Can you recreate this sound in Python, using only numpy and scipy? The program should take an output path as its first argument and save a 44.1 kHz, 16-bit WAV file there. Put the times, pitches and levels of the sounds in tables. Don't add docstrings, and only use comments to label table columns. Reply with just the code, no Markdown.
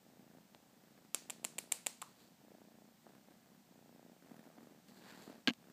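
import sys
import numpy as np
from scipy import signal
from scipy.fft import rfft, irfft, next_fast_len
from scipy.io import wavfile

SR = 44100
rng = np.random.default_rng(int(sys.argv[2]) if len(sys.argv) > 2 else 0)


def master_out(mix):
    frames = np.transpose(np.atleast_2d(mix))
    ceiling = np.clip(frames, -1, 1)
    pcm = np.round(ceiling * 32767).astype(np.int16)
    wavfile.write(sys.argv[1], SR, pcm)


N = 252428

# (start [s], end [s], pulse rate [Hz],
# tick delay [s], tick level [dB], roughness [0-1], mid-stroke effort [dB], swell [dB/s])
STROKES = [(0.016, 0.424, 28.15, 0.0125, -1, 0.14, -64, 6.5),
           (0.416, 1.097, 28.5, 0.0095, -2, 0.36, -69.5, 8),
           (1.173, 1.708, 28.7, 0.013, -0.5, 0.19, -63.5, 1),
           (1.724, 2.368, 30.8, 0.0089, -3, 0.15, -72, 9), (2.404, 2.92, 29.6, 0.0095, 1, 0.09, -65.5, -7),
           (3.030, 3.234, 33.2, 0.014, -1.5, 0.37, -65, -23),
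           (3.243, 3.37, 31.5, 0.013, -0.5, 0.4, -64.5, 18),
           (3.398, 3.616, 33.3, 0.013, -3.5, 0.34, -70, 3),
           (3.676, 4.175, 29.45, .012, 1.5, 0.09, -65.3, 9), (4.222, 4.55, 41.4, 0.014, -1, 0.39, -63.5, 2),
           (4.529, 4.81, 38.9, 0.013, 0, 0.31, -65.5, 3), (4.842, 5.412, 39.2, 0.016, -0.5, 0.38, -65.5, 5),
           (5.585, 5.777, 35.3, 0.012, -1, 0.45, -65.5, -8)]
# (time [s], level [dB])
CATCHES = [(2.517, -57.5), (3.0659, -56), (3.284, -60), (4.313, -55), (4.471, -57.5), (4.577, -59),
           (5.297, -51.5), (5.357, -60)]
# (frequency [Hz], width [Hz], gain [dB])
CHEST_MODES = [(192, 84, -1.5), (260, 510, -12), (517, 920, -6.5), (700, 320, -6)]
THROAT_MODES = [(229.6, 75, 3.5), (485, 705, -1), (674, 210, 3.5), (900, 98, -21), (1740, 600, -12.5)]
# (frequency [Hz], level [dB])
RASP_SPECTRUM = [(100, -30), (260, 3), (400, -10), (750, -11), (1100, -11.5), (1750, -12.5), (2500, -21.5),
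                 (8000, -28.5)]
NOSE_SPECTRUM = [(1000, -27), (1700, 0), (2400, -17), (6000, -26)]


def purr():
    thumps, ticks, leak = np.zeros((3, N))
    leak_decay = np.exp(-np.arange(SR // 25) / SR / 0.005)
    murmur_db = -14.5
    for start, end, rate, delay, tick_db, rough, *_ in STROKES:
        cycles = zip(np.arange(start, end, 1 / rate), rng.standard_normal((32, 4)), rng.random(32))
        for s, (jitter, thump_spread, tick_spread, murmur_spread), stray_phase in cycles:
            s += 0.002 * rough * jitter
            thump = amp((2 + 2 * rough) * thump_spread)
            tick = amp(tick_db + 1.9 * tick_spread)
            murmur = amp(murmur_db + 3 * murmur_spread)
            add(thumps, s, thump * puff(0.00023))
            add(ticks, s, 0.63 * thump * puff(0.00014))
            add(ticks, s + delay, tick * puff(0.00014))
            add(ticks, s + stray_phase / rate, murmur * puff(0.00022))
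            add(leak, s, rough * thump * leak_decay)
            add(leak, s + delay, 0.73 * rough * tick * leak_decay)
    accents = throat_catches()
    chest = amp(-5) * unit(ring(thumps, CHEST_MODES))
    throat = amp(-2.5) * unit(ring(ticks, THROAT_MODES))
    rasp = amp(-8) * unit(leak * noise(RASP_SPECTRUM))
    nose = amp(-20) * noise(NOSE_SPECTRUM)
    return effort() * (chest + throat + rasp + nose) + accents


def effort(attack_s=0.055, release_s=0.057, lull_db=-7):
    t = np.arange(N) / SR
    db = np.full(N, -90.0)
    for start, end, *_, mid_db, swell in STROKES:
        held = np.clip(np.minimum((t - start) / attack_s, (end - t) / release_s), 0, 1)
        from_middle = np.minimum(t, end) - (start + end) / 2
        stroke_db = mid_db + swell * from_middle + lull_db * (1 - held)
        db = np.where(t >= start, stroke_db, db)
    return amp(db)


def throat_catches(rebound_s=0.029, rebound_db=-5.5):
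    track = np.zeros(N)
    for s, db in CATCHES:
        for k in range(2):
            pulse = np.convolve(strike(THROAT_MODES, scrape=0.081, decay_s=0.0014), puff(0.0001))
            add(track, s + k * rebound_s, amp(db + 7 + k * rebound_db) * pulse)
    return track


# (time [s], snap level [dB], parting lead [s], parting level [dB], hollow pitch [Hz],
# brightness [dB per half decade], crack of the lowest cavity mode [dB], room splash centre [Hz])
CLICKS = [(1.1464, -27, 0.00078, -36.5, 770, 1, -5, 6530), (1.304, -36, 0.0052, -38, 980, 0.5, 0.5, 7000),
          (1.4489, -30, 0.0049, -40, 960, 0, -2.5, 7500), (1.587, -32.5, 0.0037, -36, 544, 1, 1, 9500),
          (1.722, -24, .0028, -33.5, 890, 4, 1.5, 8600), (1.868, -27, .004, -35.5, 710, 1, 2.5, 7400),
          (2.0194, -38.5, 0.0026, -43, 1030, -1, 0.5, 7400)]
# (time [s], level [dB], pitch [Hz])
POPS = [(2.0251, -41, 1110)]


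def clicks():
    track = np.zeros(N)
    for s, db, lead, parting_db, hollow_hz, bright_db, crack_db, splash_hz in CLICKS:
        parting = snap(0.64 * hollow_hz, bright_db - 3, crack_db, 0.51 * splash_hz)
        add(track, s - lead, amp(parting_db) * parting)
        add(track, s, amp(db) * snap(hollow_hz, bright_db, crack_db, splash_hz))
    for s, db, hz in POPS:
        add(track, s, amp(db) * strike([(hz, 200, 0)], scrape=0.048, decay_s=0.0017))
        add(track, s, amp(db - 8.5) * room_tail(hz, splash_db=23, octaves=0.45))
    return track


# (frequency [Hz], width [Hz], gain [dB])
CAVITY_MODES = [(2420, 1000, -5.5), (4170, 2900, -11.5), (7400, 470, 1.5), (8740, 700, -1.5),
                (10200, 2400, -7), (13800, 560, -14)]


def snap(hollow_hz, bright_db, crack_db, splash_hz):
    modes = []
    for k, (hz, width, db) in enumerate(CAVITY_MODES + [(hollow_hz, 480, -6)]):
        tilt_db = 2 * bright_db * np.log10(hz / 3000)
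        modes.append((hz, width, db + tilt_db + crack_db * (k == 0)))
    transient = amp(-2) * strike(modes, scrape=0.022, decay_s=0.00035)
    fizz = amp(-6) * strike(modes, scrape=3, decay_s=0.0019)
    sound = amp(-13) * room_tail(splash_hz, splash_db=9.5, octaves=0.63)
    add(sound, 0, transient + fizz)
    return sound


# (frequency [Hz], level [dB])
WALL_SPECTRUM = [(150, -9), (500, 7), (1000, 1.5), (1600, -1), (2500, 3), (3300, -2), (4500, 0.5),
                 (5600, -5), (8000, -2.5), (11000, -6.5), (15000, -5.5)]
# (frequency [Hz], time to fall 60 dB [s])
ROOM_DECAY = [(200, 0.19), (1000, 0.3), (2600, 0.39), (7000, 0.37), (15000, 0.24)]


def room_tail(splash_hz, splash_db, octaves):
    hz, t, spectrogram = signal.stft(rng.standard_normal(SR // 2), SR, nperseg=256)
    splash = splash_db * np.exp(-(np.log2((hz + 1) / splash_hz) / octaves) ** 2)
    colour_db = along(WALL_SPECTRUM, hz) + splash
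    decay_db = 60 * t / along(ROOM_DECAY, hz)[:, None]
    tail = signal.istft(spectrogram * amp(colour_db[:, None] - decay_db), SR, nperseg=256)[1]
    tail *= 1 - np.exp(-np.arange(len(tail)) / SR / 0.001)
    return unit_hit(tail)


# (frequency [Hz], width [Hz], gain [dB])
CASE_MODES = [(1110, 180, -5.5), (1607, 91, 2.5), (2180, 230, -0.5), (2760, 330, 2.5), (3040, 340, 3),
              (4300, 450, -4.5), (6940, 870, -19), (12100, 1200, -30.5)]


def camera_knock(start_s=5.4741, level_db=-22, gap_s=0.0076, scatter_s=0.0005, loss_db=4.5):
    track = np.zeros(N)
    for k, jitter in enumerate(rng.standard_normal(5)):
        s = start_s + k * gap_s + (k > 0) * scatter_s * jitter
        rattle = strike(CASE_MODES, scrape=0.14, decay_s=0.0024)
        dead_shove = amp(-13) * strike([(190, 200, 1), (630, 450, 0.5)], scrape=0.039, decay_s=0.0014)
        add(track, s, amp(level_db - k * loss_db) * (rattle + dead_shove))
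    return track


# (time [s], level [dB])
BUMPS = [(4.584, -47), (4.608, -49), (4.629, -50), (4.711, -50.5), (5.277, -46), (5.305, -49),
         (5.479, -25.5), (5.4828, -25.5), (5.489, -30.5), (5.503, -31.5)]
# (frequency [Hz], width [Hz], gain [dB])
BODY_MODES = [(241, 47, 16), (440, 310, -11), (670, 55, -4.5)]
# (time [s], level [dB], low knock trim [dB])
HANDLING_TICKS = [(0.5481, -52, -6), (0.563, -63, 4), (4.885, -60, -11), (5.536, -53.5, -22)]


def camera_handling():
    track = np.zeros(N)
    for s, db in BUMPS:
        thud = np.convolve(strike(BODY_MODES, scrape=0.076, decay_s=0.0032), puff(0.000052))
        add(track, s, amp(db) * thud)
    for s, db, knock_db in HANDLING_TICKS:
        modes = [(545, 350, knock_db + 18), (4000, 2600, 0)]
        add(track, s, amp(db) * strike(modes, scrape=0.11, decay_s=0.0012))
    return track


# (peak time [s], rise [s], fall [s], cloth level [dB], pillow level [dB])
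RUSTLES = [(2.10, .03, 0.054, -71.5, -76), (2.215, 0.05, 0.068, -65.5, -93),
           (4.885, .004, .025, -62.5, -80), (4.97, .06, 0.12, -66.5, -76), (5.097, 0.056, 0.11, -62, -60),
           (5.224, .04, 0.066, -60.5, -78), (5.31, .03, .045, -69, -65)]
# (frequency [Hz], level [dB])
CLOTH_SPECTRUM = [(150, -5), (400, 2.5), (800, -7.5), (1600, -11), (2700, -14), (3600, -11), (4500, -5),
                  (5500, -18.5), (7500, -11), (10000, -22), (13500, -16), (15500, -29)]
PILLOW_SPECTRUM = [(300, -24), (900, -4.5), (1250, -10.5), (1600, -5.5), (2200, -12), (2900, -14),
                   (5000, -18), (15000, -45)]


def rustle():
    t = np.arange(N) / SR
    power = np.zeros((2, N))
    for s, rise, fall, cloth_db, pillow_db in RUSTLES:
        speed = np.exp(-np.abs(t - s) / np.where(t < s, rise, fall))
        power += (amp([[cloth_db], [pillow_db]]) * speed) ** 2
    cloth, pillow = np.sqrt(power)
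    return cloth * weave(CLOTH_SPECTRUM) + pillow * weave(PILLOW_SPECTRUM)


def weave(spectrum, snags_per_s=3000):
    snags = rng.standard_normal(N) * (rng.random(N) < snags_per_s / SR)
    return unit(filtered(snags, lambda hz: amp(along(spectrum, hz))))


# (frequency [Hz], level [dB])
ROOM_TONE_SPECTRUM = [(25, -3), (50, -2.5), (100, -5.5), (200, 6.5), (290, -2.5), (400, -10.5), (780, -8),
                      (1100, -14.5), (3000, -17.5), (4700, -17.5), (6000, -19), (8400, -19), (9800, -27),
                      (13500, -20)]


def room_tone():
    return amp(-67) * noise(ROOM_TONE_SPECTRUM)


def strike(modes, scrape, decay_s):
    t = np.arange(SR // 20) / SR
    force = scrape * rng.standard_normal(len(t)) * np.exp(-t / decay_s)
    force[0] += 1
    return unit_hit(ring(force, modes))


def ring(x, modes):
    return filtered(x, lambda f: sum((-1) ** k * amp(db) * 1j * f * width / (hz**2 - f**2 + 1j * f * width)
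                                     for k, (hz, width, db) in enumerate(modes)))


def puff(width_s):
    age = np.arange(SR // 50) / SR / width_s
    return age * np.exp(-age) / (width_s * SR)


def noise(spectrum):
    return unit(filtered(rng.standard_normal(N), lambda hz: amp(along(spectrum, hz))))


def filtered(x, response):
    size = next_fast_len(len(x) + SR // 4)
    return irfft(rfft(x, size) * response(np.fft.rfftfreq(size, 1 / SR)), size)[:len(x)]


def along(points, hz):
    freqs, values = np.transpose(points)
    return np.interp(np.log(hz + 1), np.log(freqs + 1), values)


def add(track, s, sound):
    part = track[max(0, round(s * SR)):][:len(sound)]
    part += sound[:len(part)]


def amp(db):
    return 10 ** (np.asarray(db) / 20)


def unit(x):
    return x / np.sqrt(np.mean(x ** 2) + 1e-20)


def unit_hit(x):
    return x / np.linalg.norm(x) * np.sqrt(SR / 500)


def scene():
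    return (purr() + clicks() + camera_knock() + camera_handling() + rustle() + room_tone())[None]


def record(dry, low_cut_hz=125, top_hz=15400):
    thin = signal.sosfilt(signal.butter(2, low_cut_hz, "highpass", fs=SR, output="sos"), dry)
    return np.array([filtered(channel, lambda hz: hz < top_hz) for channel in thin])


dry = scene()
out = record(dry)
master_out(out)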